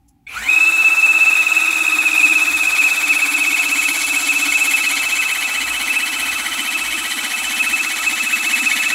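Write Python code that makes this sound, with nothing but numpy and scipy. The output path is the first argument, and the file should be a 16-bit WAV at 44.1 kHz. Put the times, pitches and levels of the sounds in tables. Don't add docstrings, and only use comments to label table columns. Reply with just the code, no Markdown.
import sys
import numpy as np
from scipy import signal
from scipy.fft import rfft, irfft
from scipy.io import wavfile
from scipy.ndimage import uniform_filter1d

SR = 44100
rng = np.random.default_rng(int(sys.argv[2]) if len(sys.argv) > 2 else 0)


def store_pcm(level_fs):
    pcm = np.round(np.clip(level_fs, -1, 1) * 32767).astype(np.int16)
    wavfile.write(sys.argv[1], SR, np.atleast_2d(pcm).T)


N = 394254
TIME = np.arange(N) / SR
SWITCH_ON_S = .266
TEETH = 8


def from_db(db):
    return 10 ** (np.asarray(db) / 20)


def rms_one(x):
    return x / np.sqrt(np.mean(x ** 2) + 1e-20)


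def local_rms(x, size):
    return np.sqrt(np.abs(uniform_filter1d(x ** 2, size=size)) + 1e-9)


def curve(points):
    return np.interp(TIME, *np.transpose(points))


def drift(rate_hz):
    slow = signal.sosfilt(signal.butter(2, rate_hz, fs=SR, output="sos"), rng.standard_normal(N + SR))
    return rms_one(slow[SR:])


def coloured(x, spectrum):
    hz, db = np.transpose(spectrum)
    bins = np.maximum(np.arange(N // 2 + 1) * SR / N, 1)
    gain = from_db(np.interp(np.log(bins), np.log(hz), db))
    return rms_one(irfft(rfft(x) * gain, N))


def noise(spectrum):
    return coloured(rng.standard_normal(N), spectrum)


def resonate(x, hz, width_hz):
    r = np.exp(-np.pi * width_hz / SR)
    feedback = [1, -2 * r * np.cos(2 * np.pi * hz / SR), r * r]
    return signal.lfilter(np.array([1, 0, -1]) * (1 - r * r) / 2, feedback, x)


def band(x, hz, width_hz):
    return resonate(resonate(x, hz, width_hz), hz, width_hz)


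def ring_out(x, t60, wet_db):
    age = TIME[:SR // 2]
    tail = rng.standard_normal(len(age)) * from_db(-60 * age / t60) * (age > .001)
    return x + from_db(wet_db) * signal.fftconvolve(x, tail / np.sqrt(np.sum(tail ** 2)))[:N]


def background(room_db=-59, rumble_db=-58.5, jolt_db=-49):
    # f/Hz, level/dB
    room_colour = [(25, -13), (55, -2), (80, -5), (120, -5), (160, -4), (205, -5), (280, 1), (450, -32),
                   (680, -30), (790, -6), (950, -29), (3000, -35), (7000, -49), (15000, -43)]
    rumble_colour = [(20, -19), (42, -7), (55, 15.5), (70, 4.5), (100, 1), (135, -1), (200, -35)]
    jolt = from_db(jolt_db) * np.exp(-.5 * ((TIME - .39) / .049) ** 2)
    rumble_gain = from_db(rumble_db + 3.5 * drift(1.6)) + jolt
    return from_db(room_db) * noise(room_colour) + rumble_gain * noise(rumble_colour)


def workshop(x):
    # delay/s, level/dB
    reflections = [(.0091, -26.5), (0.0143, -10.5), (0.021, -14.5)]
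    early = sum(from_db(db) * np.interp(TIME - delay, TIME, x, left=0) for delay, db in reflections)
    return ring_out(x + early, t60=.35, wet_db=-20)


def trigger(at_s=.089, width_s=.005, level_db=-54):
    # f/Hz, level/dB
    colour = [(2000, -30), (4500, -16), (6300, 0), (7500, -1), (8800, -22), (10200, 2), (12000, -14),
              (15000, -12)]
    return from_db(level_db) * noise(colour) * np.exp(-.5 * ((TIME - at_s) / width_s) ** 2)


def kick(rise_s=.0045):
    # f/Hz, level/dB, t60/s
    modes = [(1570, -40, .06), (2270, -21, 0.077), (2410, -18, 0.043), (2510, -25, .06), (3500, -35, 0.065),
             (4330, -40, 0.036), (7760, -38, .03)]
    age = np.maximum(TIME - SWITCH_ON_S, 0)
    rings = sum(from_db(db - 60 * age / t60) * np.sin(2 * np.pi * hz * age + .5 * drift(100))
                for hz, db, t60 in modes)
    return rings * (1 - np.exp(-(age / rise_s) ** 2))


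def start_buzz(level_db=-31):
    current = np.interp(TIME, [SWITCH_ON_S, .3, .37, .42, .48], [.0013, .69, 1, .43, .32])
    return from_db(level_db) * current * rms_one(band(rng.standard_normal(N), hz=2430, width_hz=350))


def running_gain(speed_share, db, near_weight, speed_power):
    # t/s, level/dB
    nearness = [(.9, -3), (2.2, 0.5), (3.4, 0.1), (4.0, 3), (4.8, 2.5), (5.5, -1), (7.9, 0), (8.6, 1.1)]
    return from_db(db + near_weight * curve(nearness)) * speed_share ** speed_power


def friction(colour, force, angle, swell_db, grain_db, repeat, modes_db):
    surface = rng.standard_normal(126)
    position = angle / (2 * np.pi) * len(surface)
    spots = np.interp(position, np.arange(len(surface)), surface, period=len(surface))
    rub = repeat * spots + rng.standard_normal(N)
    rub *= from_db(grain_db * (drift(600) + .54 * np.sin(angle)))
    rub = ring_out(rub, t60=.026, wet_db=modes_db)
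    return rms_one(coloured(rub, colour) * from_db(swell_db * force + 1.2 * drift(30)))


def hiss(force, angle, speed_share):
    # f/Hz, level/dB
    colour = [(8000, -25), (9300, 0), (9700, 4), (10150, 6.5), (10800, 1.5), (11400, 0.5), (12200, -4),
              (13500, -2), (14200, -29.5), (15000, -34), (15700, -29)]
    rub = friction(colour, force, angle, swell_db=8, grain_db=4, repeat=1, modes_db=2.5)
    return running_gain(speed_share, db=-33.5, near_weight=1, speed_power=.69) * rub


def bearings(force, angle, speed_share):
    # f/Hz, level/dB
    colour = [(6000, -23.5), (6800, -1.5), (7300, 2.5), (7700, 4), (7950, -1.5), (8300, -0.5), (8800, -13),
              (9400, -32), (10000, -81)]
    # t/s, share
    head_on = [(5.2, 0), (5.9, .6), (7.7, 0.48), (8.2, 0)]
    share = curve(head_on)
    sizzle = friction(colour, force, angle, swell_db=2, grain_db=3, repeat=.98, modes_db=-2)
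    casing = rms_one(resonate(sizzle, hz=8150, width_hz=450))
    blend = rms_one((1 - share) * sizzle + share * casing)
    return running_gain(speed_share, db=-32, near_weight=.73, speed_power=1.7) * blend


def rattle(force, angle, speed_share, load):
    # f/Hz, level/dB
    colour = [(100, -48), (200, -9.5), (400, -8.5), (560, -7.5), (720, 2), (950, 2.5), (1150, 1), (1500, 6),
              (1800, -3.5), (2400, 4), (2800, -19), (3400, -29), (6000, -13)]
    clamp = from_db(-11.5 * (load - load.mean()))
    clatter = friction(colour, force, angle, swell_db=3, grain_db=1.6, repeat=.15, modes_db=-17)
    return running_gain(speed_share, db=-31, near_weight=-.026, speed_power=1.13) * clamp * clatter


def rasp(force, angle, speed_share):
    # f/Hz, level/dB
    colour = [(1500, -24), (2700, 3.5), (3080, -2.5), (3350, 4), (3700, -4), (3950, 2), (4250, 2.5),
              (4750, -6.5), (5200, -2.5), (5700, -4), (6300, 0.5), (6800, -6.5), (7500, -33)]
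    rub = friction(colour, force, angle, swell_db=6, grain_db=2.5, repeat=1, modes_db=-5.5)
    return running_gain(speed_share, db=-31.5, near_weight=.88, speed_power=.55) * rub


def pump_cycle(first_push_s=.535):
    # t/s, stroke rate/Hz
    stroke_rate = [(1.0, 16.62), (1.5, 17.21), (2.0, 16.23), (3.3, 16.12), (3.9, 15.76), (5.7, 15.49),
                   (6.8, 15.19), (7.2, 15.34), (7.7, 15.05), (8.6, 14.97), (8.9, 15.68)]
    strokes = np.cumsum(curve(stroke_rate)) / SR
    return np.maximum(strokes - np.interp(first_push_s, TIME, strokes), -.5)


def push(cycle, sharpness, lag=0):
    return np.abs(np.cos(np.pi * (cycle - lag))) ** (2 * sharpness)


def pump_ring(force, swell_db=14):
    # t/s, level/dB
    levels = [(2.5, -54), (3.8, -38.5), (5.0, -37.5), (6.3, -33), (7.6, -32.5), (8.3, -51)]
    scrape = rng.standard_normal(N) * from_db(swell_db * force)
    return from_db(curve(levels)) * rms_one(band(scrape, hz=3060, width_hz=170))


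def chug(cycle, load, level_db=-28, bite_load=.0569):
    bite = np.minimum((load / bite_load) ** 3, np.sqrt(bite_load / load))
    grind = rms_one(band(rng.standard_normal(N), hz=1850, width_hz=900))
    return from_db(level_db) * bite * push(cycle, sharpness=3.9) * grind


def motor(angle, force, speed_share, poles=4, swell_db=6.5):
    # t/s, relative level/dB
    hum_levels = [(0.5, -37.5), (0.98, -42), (2.34, -32), (2.74, -40.5), (3.62, -34.6), (5.1, -40.5),
                  (5.3, -45.1), (5.58, -39.5), (8.9, -36.5)]
    unbalance = from_db(3.5 * drift(18)) * np.sin(angle + .35 * drift(25))
    hum = from_db(curve(hum_levels) - 4.5 + swell_db * force) * resonate(unbalance, hz=265, width_hz=170)
    pull_db = np.interp(TIME, [.4, 1.5, 4, 8.5], [-33.5, -30, -33, -29.5]) + 3.2 * drift(35)
    pull = speed_share ** 2 * from_db(pull_db) * np.sin(poles * angle + .5 * drift(44))
    return hum + resonate(pull, hz=1302, width_hz=70)


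def spin_up(angle, end_s=.64, fade_s=.04, flutter_db=2.5):
    # f/Hz, width/Hz, level/dB
    flares = [(1364, 220, -21), (1880, 120, -25), (2260, 300, -19)]
    note = np.sin(TEETH * angle + .8 * drift(120)) * np.clip((end_s - TIME) / fade_s, 0, 1)
    note *= from_db(flutter_db * drift(80))
    return sum(from_db(db) * band(note, hz, width) for hz, width, db in flares)


def gears(angle, force, speed_share, load, rough_db=3.5, slack_db=-19.5, direct=.15):
    # multiple of the rotor speed, level/dB
    orders = [(3, -43), (4, -14), (5, -24), (6, -21), (7, -26.5), (8, -4.5), (9, -35), (10, -50), (11, -16),
              (12, -11.5), (13, -26.5), (16, -17), (24, -10.5)]
    # f/Hz, width/Hz, level/dB
    housing = [(1317, 23, -11), (1747, 22, -1.5), (2006, 86, 2.5), (2220, 131.7, 7.5), (2950, 90, 5.5),
               (3030, 51, 6.5), (3640, 150, 4.5), (4183, 84, 4.5), (7600, 140, -4)]
    # t/s, relative level/dB
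    levels = [(.5, -18.5), (1.0, -25.5), (1.45, -19), (2.3, -18.5), (3.5, -18.5), (4.1, -23), (4.8, -17.5),
              (5.7, -20), (7.7, -21), (8.6, -16.5)]
    slip = .5 + 2 * load
    mesh = sum(from_db(db + rough_db * drift(126)) * np.sin(order * angle + slip * drift(138))
               for order, db in orders)
    slack = np.clip(load / .084, 0, 1) - force
    mesh *= from_db(slack_db * slack)
    ring = sum(from_db(db) * resonate(mesh, hz, width) for hz, width, db in housing)
    return from_db(curve(levels)) * speed_share ** .9 * (direct * mesh + ring)


def gearbox_ring(angle, cycle, load, direct=.017):
    # f/Hz, width/Hz, level/dB
    modes = [(2628, 40, 0), (2580, 45, -10), (2500, 50, -8)]
    mesh = np.sin(TEETH * angle + .14 * drift(52))
    ring = direct * mesh + sum(from_db(db) * resonate(mesh, hz, width) for hz, width, db in modes)
    ring /= np.sqrt(local_rms(ring, size=200))
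    pips = np.interp(load, [.092, .23], [0, .94])
    ring = (1 - pips) * ring + pips * resonate(ring, hz=2628, width_hz=150)
    ring /= local_rms(ring, size=200) ** (.3 * pips)
    ring *= from_db(-32 * np.sqrt(load) * push(cycle, sharpness=5.14))
    steadiness = np.interp(TIME, [1.2, 1.4, 1.9, 2.2, 3.6, 4.2], [1.7, .1, .1, 1, 1.3, 2.5])
    ring *= uniform_filter1d(.58 + .42 * np.tanh(3 * (drift(45) + steadiness)), size=130)
    return ring / local_rms(ring, size=2800)


def whine(angle, cycle, load, free_speed, spread_db=1.85, beep_half_s=.018, ceiling=.6):
    # t/s, relative level/dB
    levels = [(0.5, -10.5), (1.1, -9.5), (1.94, -15), (2.18, -12.5), (2.66, -16), (3.18, -13), (3.58, -18),
              (4.7, -17), (5.78, -24.5), (5.98, -15), (6.14, -24.2), (6.38, -20.5), (6.5, -31.5),
              (6.7, -19.2), (7.1, -29.5), (7.7, -18), (7.9, -22), (8.9, -17.5)]
    # t/s, boost/dB
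    beeps = [(2.245, 4.5), (2.37, 3.5), (7.615, 4), (8.08, 6), (8.34, 5.5), (8.545, 2.5)]
    level_db = curve(levels) - 1.22 + spread_db * drift(7.2)
    level_db += sum(db * np.exp(-((TIME - at_s) / beep_half_s) ** 4) for at_s, db in beeps)
    up_to_speed = np.clip((free_speed - 250) / 65, 0, 1) ** 2
    note = from_db(level_db) * up_to_speed * gearbox_ring(angle, cycle, load)
    amplitude = np.sqrt(2) * local_rms(note, size=100)
    return note / (1 + (amplitude / ceiling) ** 6) ** (1 / 6)


def scene():
    # t/s, rotation rate/Hz
    free_speeds = [(.27, 3.1), (.32, 93), (.365, 172), (.425, 228), (.47, 270), (.495, 320), (.65, 330.4),
                   (1.2, 330), (2.0, 324.5), (4.0, 326.5), (8.9, 326.3)]
    # t/s, share of its speed that the rotor loses in a stroke
    loads = [(.55, 0.025), (1.2, .05), (1.8, 0.05), (2.6, 0.082), (3.5, .16), (4.6, 0.17), (5.5, .25),
             (6.5, 0.27), (7.5, 0.31), (8.9, 0.31)]
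    free_speed, load, cycle = curve(free_speeds), curve(loads), pump_cycle()
    braking = load * push(cycle, sharpness=1.8, lag=-.0705)
    speed = free_speed * (1 - braking) * (1 + .003 * drift(40.1))
    angle = 2 * np.pi * np.cumsum(speed) / SR
    speed_share = np.clip(free_speed / 330, .001, 1)
    force = np.clip(load / .1, 0, 1) * push(cycle, sharpness=.7)
    tones = gears(angle, force, speed_share, load) + spin_up(angle)
    tones += whine(angle, cycle, load, free_speed) + motor(angle, force, speed_share)
    texture = rattle(force, angle, speed_share, load) + rasp(force, angle, speed_share)
    texture += bearings(force, angle, speed_share) + hiss(force, angle, speed_share)
    strokes = chug(cycle, load) + pump_ring(force)
    switched_on = np.clip((TIME - SWITCH_ON_S) / .0085, 0, 1)
    tool = switched_on * (tones + texture + strokes) + trigger() + kick() + start_buzz()
    return (workshop(tool) + background())[None, :]


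def record(dry):
    cutoff_hz = 15700
    return signal.sosfilt(signal.ellip(12, .1, 90, cutoff_hz, fs=SR, output="sos"), dry)


dry = scene()
out = record(dry)
store_pcm(out)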